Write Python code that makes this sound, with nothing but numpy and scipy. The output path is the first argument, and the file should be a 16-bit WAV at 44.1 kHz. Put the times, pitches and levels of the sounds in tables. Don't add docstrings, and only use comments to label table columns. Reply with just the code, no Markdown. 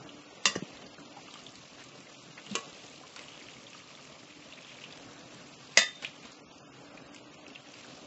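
import sys
import numpy as np
from scipy import signal
from scipy.fft import rfft, irfft, dct
from scipy.io import wavfile
from scipy.ndimage import uniform_filter1d

SR = 44100
rng = np.random.default_rng(int(sys.argv[2]) if len(sys.argv) > 2 else 0)


def generate_wav(sig):
    pcm = np.round(np.clip(np.atleast_2d(sig).T, -1, 1) * 32767).astype(np.int16)
    wavfile.write(sys.argv[1], SR, pcm)


def nominal_scale(level):
    x = np.asarray(level, float) / 20
    return 10 ** x


N = 355446


def evened(x):
    return x / np.sqrt(np.mean(x ** 2) + 1e-20)


def peaked(x):
    return x / np.max(abs(x))


def read(points, hz):
    f, value = np.transpose(points)
    return np.interp(np.log(hz + 1), np.log(f + 1), value)


def add(mix, s, sound):
    part = mix[round(s * SR):][:len(sound)]
    part += sound[:len(part)]


def filtered(x, order, hz, kind="low"):
    return signal.sosfilt(signal.butter(order, hz, kind, fs=SR, output="sos"), x)


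def coloured(x, spectrum):
    gain = nominal_scale(read(spectrum, np.fft.rfftfreq(len(x), 1 / SR)))
    return evened(irfft(rfft(x) * gain, len(x)))


def arches(rows, rest_db):
    t = np.arange(0, N + 64, 64) / SR
    power = nominal_scale(rest_db) ** 2
    for s, length, db in rows:
        power = power + nominal_scale(db) ** 2 * np.exp(-(3 * (t - s) / length) ** 2)
    return np.sqrt(np.interp(np.arange(N) / SR, t, power))


def wash(spectrum, patchy_db, flicker_db):
    frames = N // 128 + 5
    a, b, patches = rng.standard_normal((frames, 257, 3)).T
    patches = evened(uniform_filter1d(uniform_filter1d(patches, size=8, axis=0), size=14, axis=1))
    flicker = evened(uniform_filter1d(rng.standard_normal(frames), size=5))
    z = (a + 1j * b) * nominal_scale(patchy_db * patches + flicker_db * flicker)
    noise = signal.istft(z, nperseg=512, noverlap=384)[1][:N]
    return coloured(noise, spectrum)


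def crackle(per_s, spread_db, cycles, low_hz, high_hz, count=20):
    struck = rng.random(N) < per_s / SR
    size = nominal_scale(spread_db * np.minimum(rng.exponential(1, N), 5)) * struck
    kind = rng.integers(0, count, N)
    t, out = np.arange(600) / SR, np.zeros(N)
    for k, hz in enumerate(np.geomspace(low_hz, high_hz, count)):
        grain = np.exp(-t * hz / cycles) * np.sin(2 * np.pi * hz * t)
        out += signal.oaconvolve(size * (kind == k), grain / np.linalg.norm(grain))[:N]
    return evened(out)


# [t/s, hiss level/dB]
STIR = [(0.0, -59), (0.7, -56), (1.0, -58.5), (1.37, -54), (1.82, -56), (2.4, -56), (2.71, -51.5),
        (3.1, -55), (3.34, -53.5), (4.4, -56), (4.78, -55), (6.17, -55.5), (6.51, -62.5), (6.98, -58.5),
        (7.231, -62.5), (7.62, -58), (7.8, -53.5), (8.06, -56)]
# [f/Hz, level/dB per Hz]
HISS = [(410, -22), (700, -20.5), (937, -2), (1180, 5), (1510, -8), (2000, -3), (2730, 4), (3160, -0.5),
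        (3970, 0), (6820, -3.5), (7600, -5), (8400, -75), (10900, -84), (18500, -120)]
# [strongest t/s, length/s, level/dB]
SLIPPING = [
    (.65, 0.8, -56.5),
    (2.8, 0.73, -65),
    (3.38, 0.4, -50.5),
    (4.2, 1.33, -56.5),
    (4.76, 0.45, -49),
    (5.9, 1.24, -60.5),
    (7.58, 0.84, -57),
]


def food():
    hiss = wash(HISS, patchy_db=1.0, flicker_db=1.5)
    fine = nominal_scale(-5) * crackle(800, spread_db=3.6, cycles=1.8, low_hz=2000, high_hz=8010)
    slips = crackle(250, spread_db=3.4, cycles=4.0, low_hz=2200, high_hz=3500)
    level_db = np.interp(np.arange(N) / SR, *np.transpose(STIR))
    sizzle = evened(hiss + fine)
    bright_hz, open_db, dulling = 3500, -55, 0.37
    mids = signal.sosfiltfilt(signal.butter(2, bright_hz, fs=SR, output="sos"), sizzle)
    sizzle = sizzle + (nominal_scale(dulling * (open_db - level_db)) - 1) * mids
    resting_db = -64.5
    return nominal_scale(level_db) * sizzle + nominal_scale(-5.0) * arches(SLIPPING, resting_db) * slips


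# [f/Hz, level/dB per Hz]
HUM = [(15, -58), (25, -16), (50, -16.5), (74, -9), (95, -13), (134, 0.5), (196, -4), (273, 1), (344, -5),
       (525, -4), (589, -3), (936, -12.5), (1180, -12.5), (1800, -16.5), (2500, -34.5), (3250, -46.5),
       (5500, -120)]
# [strongest t/s, length/s, level/dB]
SWELLS = [
    (0.0, 0.31, -51),
    (.65, 1.07, -52.5),
    (1.4, 0.44, -60),
    (2.58, 0.39, -52.5),
    (3.34, 0.23, -58.5),
    (5.1, 1.04, -54.5),
    (6.95, 0.84, -53.5),
    (7.45, 0.37, -58),
    (8.0, 1, -58.5),
]
# [strongest t/s, length/s, level/dB]
DRONE = [
    (.1, 0.4, -54.5),
    (.6, 0.34, -60),
    (1.0, 0.39, -61),
    (2.53, 0.57, -62.5),
    (4.31, 0.39, -61.5),
    (5.3, 0.58, -61),
    (7.1, 1.43, -59),
]


def hum():
    rumble = arches(SWELLS, -55.5) * wash(HUM, patchy_db=1.67, flicker_db=1.03)
    slow = uniform_filter1d(rng.standard_normal((2, N)), size=2500)
    a, b = uniform_filter1d(slow, size=2500)
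    drone_hz = 293.4
    tone = evened(((a + 1j * b) * np.exp(2j * np.pi * drone_hz * np.arange(N) / SR)).real)
    return rumble + arches(DRONE, -69.5) * tone


def snap(db, hz, t60, tick_db):
    t = np.arange(3000) / SR
    wobble, tick = rng.standard_normal((2, len(t)))
    turns = np.cumsum(hz * (1 + 0.1 * evened(uniform_filter1d(wobble, size=30)))) / SR
    ring = nominal_scale(-60 * t / t60) * np.sin(2 * np.pi * turns) * np.minimum(t / .0007, 1)
    return nominal_scale(db) * (ring + nominal_scale(tick_db) * peaked(tick * nominal_scale(-60 * t / .009)))


def pieces(rows, t60, tick_db):
    out = np.zeros(N)
    for s, db, hz in rows:
        add(out, s, snap(db, hz, t60, tick_db))
    return out


# [t/s, peak level/dB, f/Hz]
SNAPS = [(0.091, -34.5, 3140), (0.622, -42, 2620), (1.309, -41, 3660), (1.4, -44.5, 2730),
         (1.465, -33.5, 3410), (2.465, -37, 2780), (2.739, -42, 3120), (3.283, -37.5, 2790),
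         (3.319, -38.5, 2870), (3.414, -39.5, 2190), (3.485, -36, 2350), (3.567, -40.5, 2250),
         (3.667, -38, 3220), (3.731, -37, 2880), (4.524, -34, 2810), (4.534, -38.5, 3420),
         (4.575, -40.5, 2200), (4.693, -39, 3050), (4.839, -33, 2790), (4.925, -39.5, 3670),
         (6.047, -22.5, 2490), (6.065, -39.5, 2840), (6.233, -42, 2410), (6.975, -37.5, 2480),
         (7.465, -37.5, 2620), (7.551, -37, 3400), (7.558, -32, 2650), (7.74, -42, 2810),
         (7.799, -43, 3100)]


def snaps():
    return pieces(SNAPS, t60=0.023, tick_db=-5.5)


# [f/Hz, level/dB per Hz]
RATTLE = [(180, -45), (300, -30.5), (1180, -19), (1530, -28.5), (1940, -29.5), (2300, -29), (2600, -16.5),
          (4880, -22), (7210, -18.5), (8400, -24.5), (10900, -73), (18500, -120)]


def clink(modes, db, crack_db, rattle_db, rattle_t60):
    t = np.arange(SR // 2) / SR
    phases, noise = rng.random((30, 2)), rng.standard_normal((2, len(t)))
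    ring = np.zeros(len(t))
    for (hz, mode_db, t60), (lag, pace) in zip(modes, phases):
        turns = (12 + 50 * pace) * t + .4 * np.sin(2 * np.pi * (9 + 30 * lag) * t)
        flutter = 1 + .5 * np.cos(2 * np.pi * turns)
        ring += nominal_scale(mode_db - 60 * t / t60) * flutter * np.sin(2 * np.pi * (hz * t + .6 * lag))
    crack = coloured(noise[0], RATTLE) * nominal_scale(-60 * t / 0.034)
    rattle = coloured(noise[1], RATTLE) * nominal_scale(-60 * t / rattle_t60)
    small = nominal_scale(crack_db) * peaked(crack) + nominal_scale(rattle_db) * peaked(rattle)
    small = filtered(small, 3, 1.35 * modes[0][0], "high")
    contact = 1 + .7 * np.exp(-t / 0.014)
    blow = ring / 10 * contact + small
    return nominal_scale(db) * blow * np.minimum(t / 0.00081, 1) ** 2


# [t/s, peak level/dB, crack re peak/dB, rattle re peak/dB, rattle t60/s]
CLINKS = [
    (.455, -8.5, -3, -7, 0.062),
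    (2.5526, -20, 4, -10.5, 0.096),
    (5.7727, -7, -1, -6.5, 0.13),
    (5.818, -24.5, -0.5, -8, 0.12),
]
# [f/Hz, level/dB, t60/s]
WALL = [(1116, -3, 0.09), (1192, -2, 0.1), (1850, -7, 0.1), (1933, -1, 0.16), (2010, -7, 0.18),
        (2628, -2, 0.13), (2700, 4, 0.1), (2800, 1, 0.09), (2908, -5, 0.08), (3093, -6, 0.1),
        (3289, -10, 0.15), (3549, 0, 0.13), (4050, 2, 0.06), (4532, -4, 0.12), (4793, -3, 0.14),
        (4985, -7, 0.18), (5484, -3, 0.13), (5840, -7, 0.15), (6060, 0, 0.08), (6500, 6, 0.05),
        (6987, -1, 0.1), (7200, 2, 0.09)]
# [f/Hz, level/dB, t60/s]
BOTTOM = [(380, 3, 0.1), (458, 4, 0.13), (600, -1, 0.11), (1114, 1, 0.27), (1200, -1, 0.12),
          (1350, 1, 0.08), (1696, -6, 0.13), (1954, -4, 0.13), (2406, 3, 0.09), (2700, 6, 0.04),
          (2934, 4, 0.05), (3903, -5, 0.1), (4474, -8, 0.13), (6800, 2, 0.06)]
# [f/Hz, level/dB, t60/s]
RIM = [(571, 3, 0.05), (700, 4, 0.04), (1235, -10, 0.23), (1695, -6, 0.21), (1781, -1, 0.19),
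       (1852, -3, 0.15), (1900, -1, 0.09), (1959, 0, 0.2), (2100, 4, 0.06), (2004, -5, 0.32),
       (2530, -1, 0.16), (2620, 3, 0.14), (2677, -5, 0.15), (2838, -1, 0.12), (3129, -14, 0.33),
       (3528, -8, 0.21), (3614, -2, 0.5), (3705, 0, 0.18), (4050, -2, 0.19), (4210, -9, 0.18),
       (4545, -7, 0.15), (4820, -12, 0.17), (4978, 6, 0.1), (5430, -9, 0.21), (5930, -10, 0.17),
       (6530, 0, 0.11), (6720, -8, 0.21), (6980, -6, 0.11), (7400, -5, 0.12), (7555, -10, 0.2)]


def clinks():
    out = np.zeros(N)
    for (s, *row), modes in zip(CLINKS, (WALL, BOTTOM, RIM, RIM)):
        add(out, s, clink(modes, *row))
    return out


def knock(db, hz, t60, rise):
    t = np.arange(SR // 5) / SR
    push = (1 - np.exp(-t / rise)) * nominal_scale(-60 * t / t60)
    return nominal_scale(db) * peaked(push * np.sin(2 * np.pi * hz * t))


# [t/s, peak level/dB,
# f/Hz, t60/s, rise/s]
KNOCKS = [(0.461, -37.5, 203, 0.14, 0.0035), (0.56, -20, 377, 0.0087, 0.0013),
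          (0.569, -32, 178, 0.075, 0.0027), (0.623, -25.5, 252, 0.016, 0.0023),
          (0.628, -34, 180, 0.034, 0.00056), (2.5092, -33.5, 208, 0.08, 0.0039),
          (2.524, -34, 207, 0.044, 0.0029), (2.5358, -42, 208, .04, .001),
          (.456, -32.5, 417, 0.032, 0.00082), (.5645, -33.5, 620, 0.0096, 0.00062),
          (5.776, -39, 209, 0.081, 0.0086), (5.774, -40, 520, .2, .002), (5.773, -14, 1950, .045, .0006),
          (5.773, -21, 5950, .04, .0004), (5.773, -24, 6500, .05, .0004), (5.773, -27, 680, .04, .001),
          (.46, -36, 1030, .07, .002), (.462, -37, 560, .08, .003), (.554, -36, 1150, .05, .001),
          (.5535, -36, 6000, .03, .0005), (.5535, -38, 2900, .04, .0005)]


def knocks():
    out = np.zeros(N)
    for s, *row in KNOCKS:
        add(out, s, knock(*row))
    return out


# [t/s, peak level/dB, f/Hz]
PLOPS = [(0.554, -29, 1770), (0.983, -42, 1387), (1.169, -44, 820), (1.284, -43, 1164),
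         (1.356, -41.5, 1170), (2.069, -44.5, 2050), (2.377, -42, 1830), (3.012, -42.5, 760),
         (3.036, -40.5, 1090), (3.748, -42, 1243), (3.991, -45, 1230), (5.087, -43.5, 1314),
         (6.319, -51, 1070), (6.939, -43, 786), (7.845, -43.5, 1600)]


def plops():
    return pieces(PLOPS, t60=0.039, tick_db=-9.5)


def scrape(length, db, hz, width_hz):
    t = np.arange(4096) / SR
    noise, grit = rng.standard_normal((2, len(t)))
    slips = noise * nominal_scale(4 * evened(uniform_filter1d(grit, size=60)))
    body = 1 / (1 + (2 * (np.fft.rfftfreq(len(t), 1 / SR) - hz) / width_hz) ** 2)
    stroke = np.sin(np.pi * np.minimum(t / length, 1) ** .6)
    return nominal_scale(db) * evened(irfft(rfft(slips) * body)) * stroke


# [t/s, length/s, level/dB, centre f/Hz, bandwidth/Hz]
SCRAPES = [(0.555, 0.015, -40, 5450, 4070), (1.162, 0.053, -49, 865, 600), (1.334, 0.087, -63, 1510, 2020),
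           (1.776, 0.065, -52.5, 2030, 3120), (2.373, 0.026, -43.5, 1760, 1480),
           (2.437, 0.041, -55.5, 2700, 800), (2.493, 0.067, -49, 4080, 4000),
           (2.544, 0.0095, -48, 3980, 5000), (3.15, 0.11, -51, 2430, 3970), (4.676, 0.058, -53, 2830, 900),
           (4.828, 0.079, -54.5, 2660, 910), (6.022, 0.038, -41.5, 1900, 5000),
           (6.041, 0.046, -43.5, 3240, 1500), (6.22, 0.1, -53.5, 3000, 3980),
           (6.315, 0.027, -55.5, 5030, 2970), (7.143, 0.015, -55, 6540, 3000)]


def scrapes():
    out = np.zeros(N)
    for s, *row in SCRAPES:
        add(out, s, scrape(*row))
    return out


# [t/s, peak level/dB, f/Hz]
MORE_SNAPS = [(0.6534, -40, 2750), (0.7203, -39, 2550), (0.8225, -37.5, 3000), (0.8394, -40, 2560),
              (1.28, -37, 2740), (1.3723, -37, 2970), (1.4824, -40.5, 2960), (2.7591, -41.5, 3020),
              (2.817, -42, 2780), (2.9294, -45, 3020), (3.3543, -39, 2790), (3.3927, -41.5, 2810),
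              (3.5354, -39, 2870), (4.7044, -37, 2760), (4.8165, -33.5, 2940), (5.0294, -44, 2830),
              (5.0794, -44, 2810), (6.2494, -39, 2410), (7.656, -44, 2280), (7.9054, -47, 2660)]


def more_snaps():
    return nominal_scale(-4.5) * pieces(MORE_SNAPS, t60=0.023, tick_db=-5.5)


# [t/s, peak level/dB, f/Hz]
BURSTS = [(0.771, -42.5, 3940), (1.34, -35.5, 3140), (1.555, -39, 4200), (1.805, -42.5, 2650),
          (2.399, -48.5, 3400), (3.162, -40, 4100), (3.165, -41, 1380), (3.192, -37.5, 2750),
          (4.609, -47, 3340), (4.974, -41, 3030), (5.346, -45, 3030), (6.024, -37.5, 2880),
          (6.254, -43, 1256), (7.146, -42.5, 2210), (7.162, -38, 2960), (7.343, -46.5, 2370),
          (7.481, -50, 1180), (7.687, -47.5, 3140)]


def bursts():
    return pieces(BURSTS, t60=0.022, tick_db=9)


# [t/s, peak level/dB, f/Hz]
SPITS = [(0.8654, -38, 4820), (1.2112, -48, 4530), (1.391, -41, 5050), (1.437, -40, 6450),
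         (1.5055, -42, 5400), (1.5214, -45, 7370), (1.8392, -42, 7140), (1.887, -42, 6100),
         (2.226, -44, 6690), (2.4633, -41.5, 6650), (2.7454, -44, 4610), (2.8476, -44, 6800),
         (2.865, -42, 7210), (2.8993, -41, 6960), (2.9274, -48, 6900), (3.2252, -40, 7350),
         (3.4246, -42, 4800), (3.4555, -44, 5070), (3.702, -41, 6600), (3.8402, -45, 4600),
         (4.0257, -46, 5240), (4.6266, -44, 4740), (4.9242, -37, 4700), (5.1896, -48, 5640),
         (5.673, -42, 4600), (6.2259, -42, 6800), (6.2575, -43, 6800), (6.319, -40, 6000),
         (6.582, -44, 5250), (7.015, -47, 5100), (7.148, -42.5, 7010), (7.48, -40.5, 5740),
         (7.6868, -44, 5400), (7.7204, -43, 6790), (7.74, -39, 4700), (7.847, -45, 5540),
         (7.866, -45, 7200), (7.9533, -42, 5460)]


def spits():
    return pieces(SPITS, t60=.012, tick_db=-3)


def kitchen(x, t60=0.22):
    taps = np.zeros(SR // 2)
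    at = np.arange(200, len(taps) - 20, 20) + rng.integers(0, 20, (len(taps) - 201) // 20)
    taps[at] = rng.choice([-1., 1.], len(at)) * nominal_scale(-60 * at / SR / t60)
    return signal.fftconvolve(x, taps / np.linalg.norm(taps))[:N]


def scene():
    steady = food() + hum()
    events = snaps() + clinks() + knocks() + plops() + scrapes() + more_snaps() + bursts() + spits()
    events = filtered(events, 4, 90, "high")
    thin = filtered(events, 1, 500, "high")
    return (steady + events + nominal_scale(-9) * kitchen(thin))[None]


# [from t/s, level added to the step/dB]
THRIFT = [(0, 3.7), (.46, 7), (.65, 3.7), (1.35, .5), (2.1, 2.5), (2.59, 6), (2.72, -3), (4.9, 2.5),
          (5.95, 1.5), (6.3, 2.5), (7.7, 0)]


def thrift_db(t):
    s, db = np.transpose(THRIFT)
    return uniform_filter1d(db[np.searchsorted(s[1:], t)], size=3)


# [f/Hz, level/dB]
STEP = [(100, -58), (500, -51), (1000, -47), (1500, -44), (2600, -45), (4000, -45.5), (5500, -48.5),
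        (7000, -51), (8300, -50)]


def step_db(lines, hz, size=12):
    level_db = 10 * np.log10(abs(uniform_filter1d(lines ** 2, size=64, axis=1)) + 1e-20)
    level_db = np.minimum(level_db, np.roll(level_db, 1, axis=0) + 2)
    t = (np.arange(len(lines)) - 1) * len(hz) / SR
    quiet_db = read(STEP, hz) + thrift_db(t)[:, None]
    chance = rng.standard_normal((len(lines), len(hz) // size + 1))
    chance = evened(uniform_filter1d(chance, size=3, axis=0))
    wander_db = 2.5 * np.repeat(chance, size, axis=1)[:, :len(hz)]
    return quiet_db + .92 * np.maximum(level_db - quiet_db - 2, 0) + wander_db


def coarse_spectrum(x, size=1024, grid=274):
    half, window = size // 2, signal.windows.kaiser_bessel_derived(2 * size, 4 * np.pi)
    padded = np.pad(x, (2 * size - grid, 2 * size), "reflect")
    frames = np.lib.stride_tricks.sliding_window_view(padded, 2 * size)[::size] * window
    a, b, c, d = np.split(frames, 4, axis=1)
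    lines = dct(np.hstack([-c[:, ::-1] - d, a - b[:, ::-1]]), type=4, norm="ortho")
    step = nominal_scale(step_db(lines, (np.arange(size) + .5) * SR / 2 / size))
    whole = np.floor((abs(lines) / step) ** .75 + .4)
    kept = np.sign(lines) * whole ** (4 / 3) * step
    spill = np.roll(kept, 1, axis=1) - np.roll(kept, 2, axis=1) + np.roll(kept, -1, axis=1)
    u = dct(kept + .06 * spill, type=4, norm="ortho")
    lo, hi = u[:, :half], u[:, half:]
    first, second = np.hstack([hi, -hi[:, ::-1]]), np.hstack([-lo[:, ::-1], -lo])
    lapped = first[1:] * window[:size] + second[:-1] * window[size:]
    return lapped.ravel()[size - grid:][:N]


def band_limit(x):
    return signal.sosfilt(signal.butter(12, 8590, fs=SR, output="sos"), x)


def record(dry):
    thin = filtered(dry[0], 1, 60, "high")
    edge = signal.firwin(127, 7850, window=("kaiser", 6), fs=SR)
    mix = coarse_spectrum(signal.oaconvolve(thin, edge, "same"))[None]
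    return band_limit(mix)


dry = scene()
out = record(dry)
generate_wav(out)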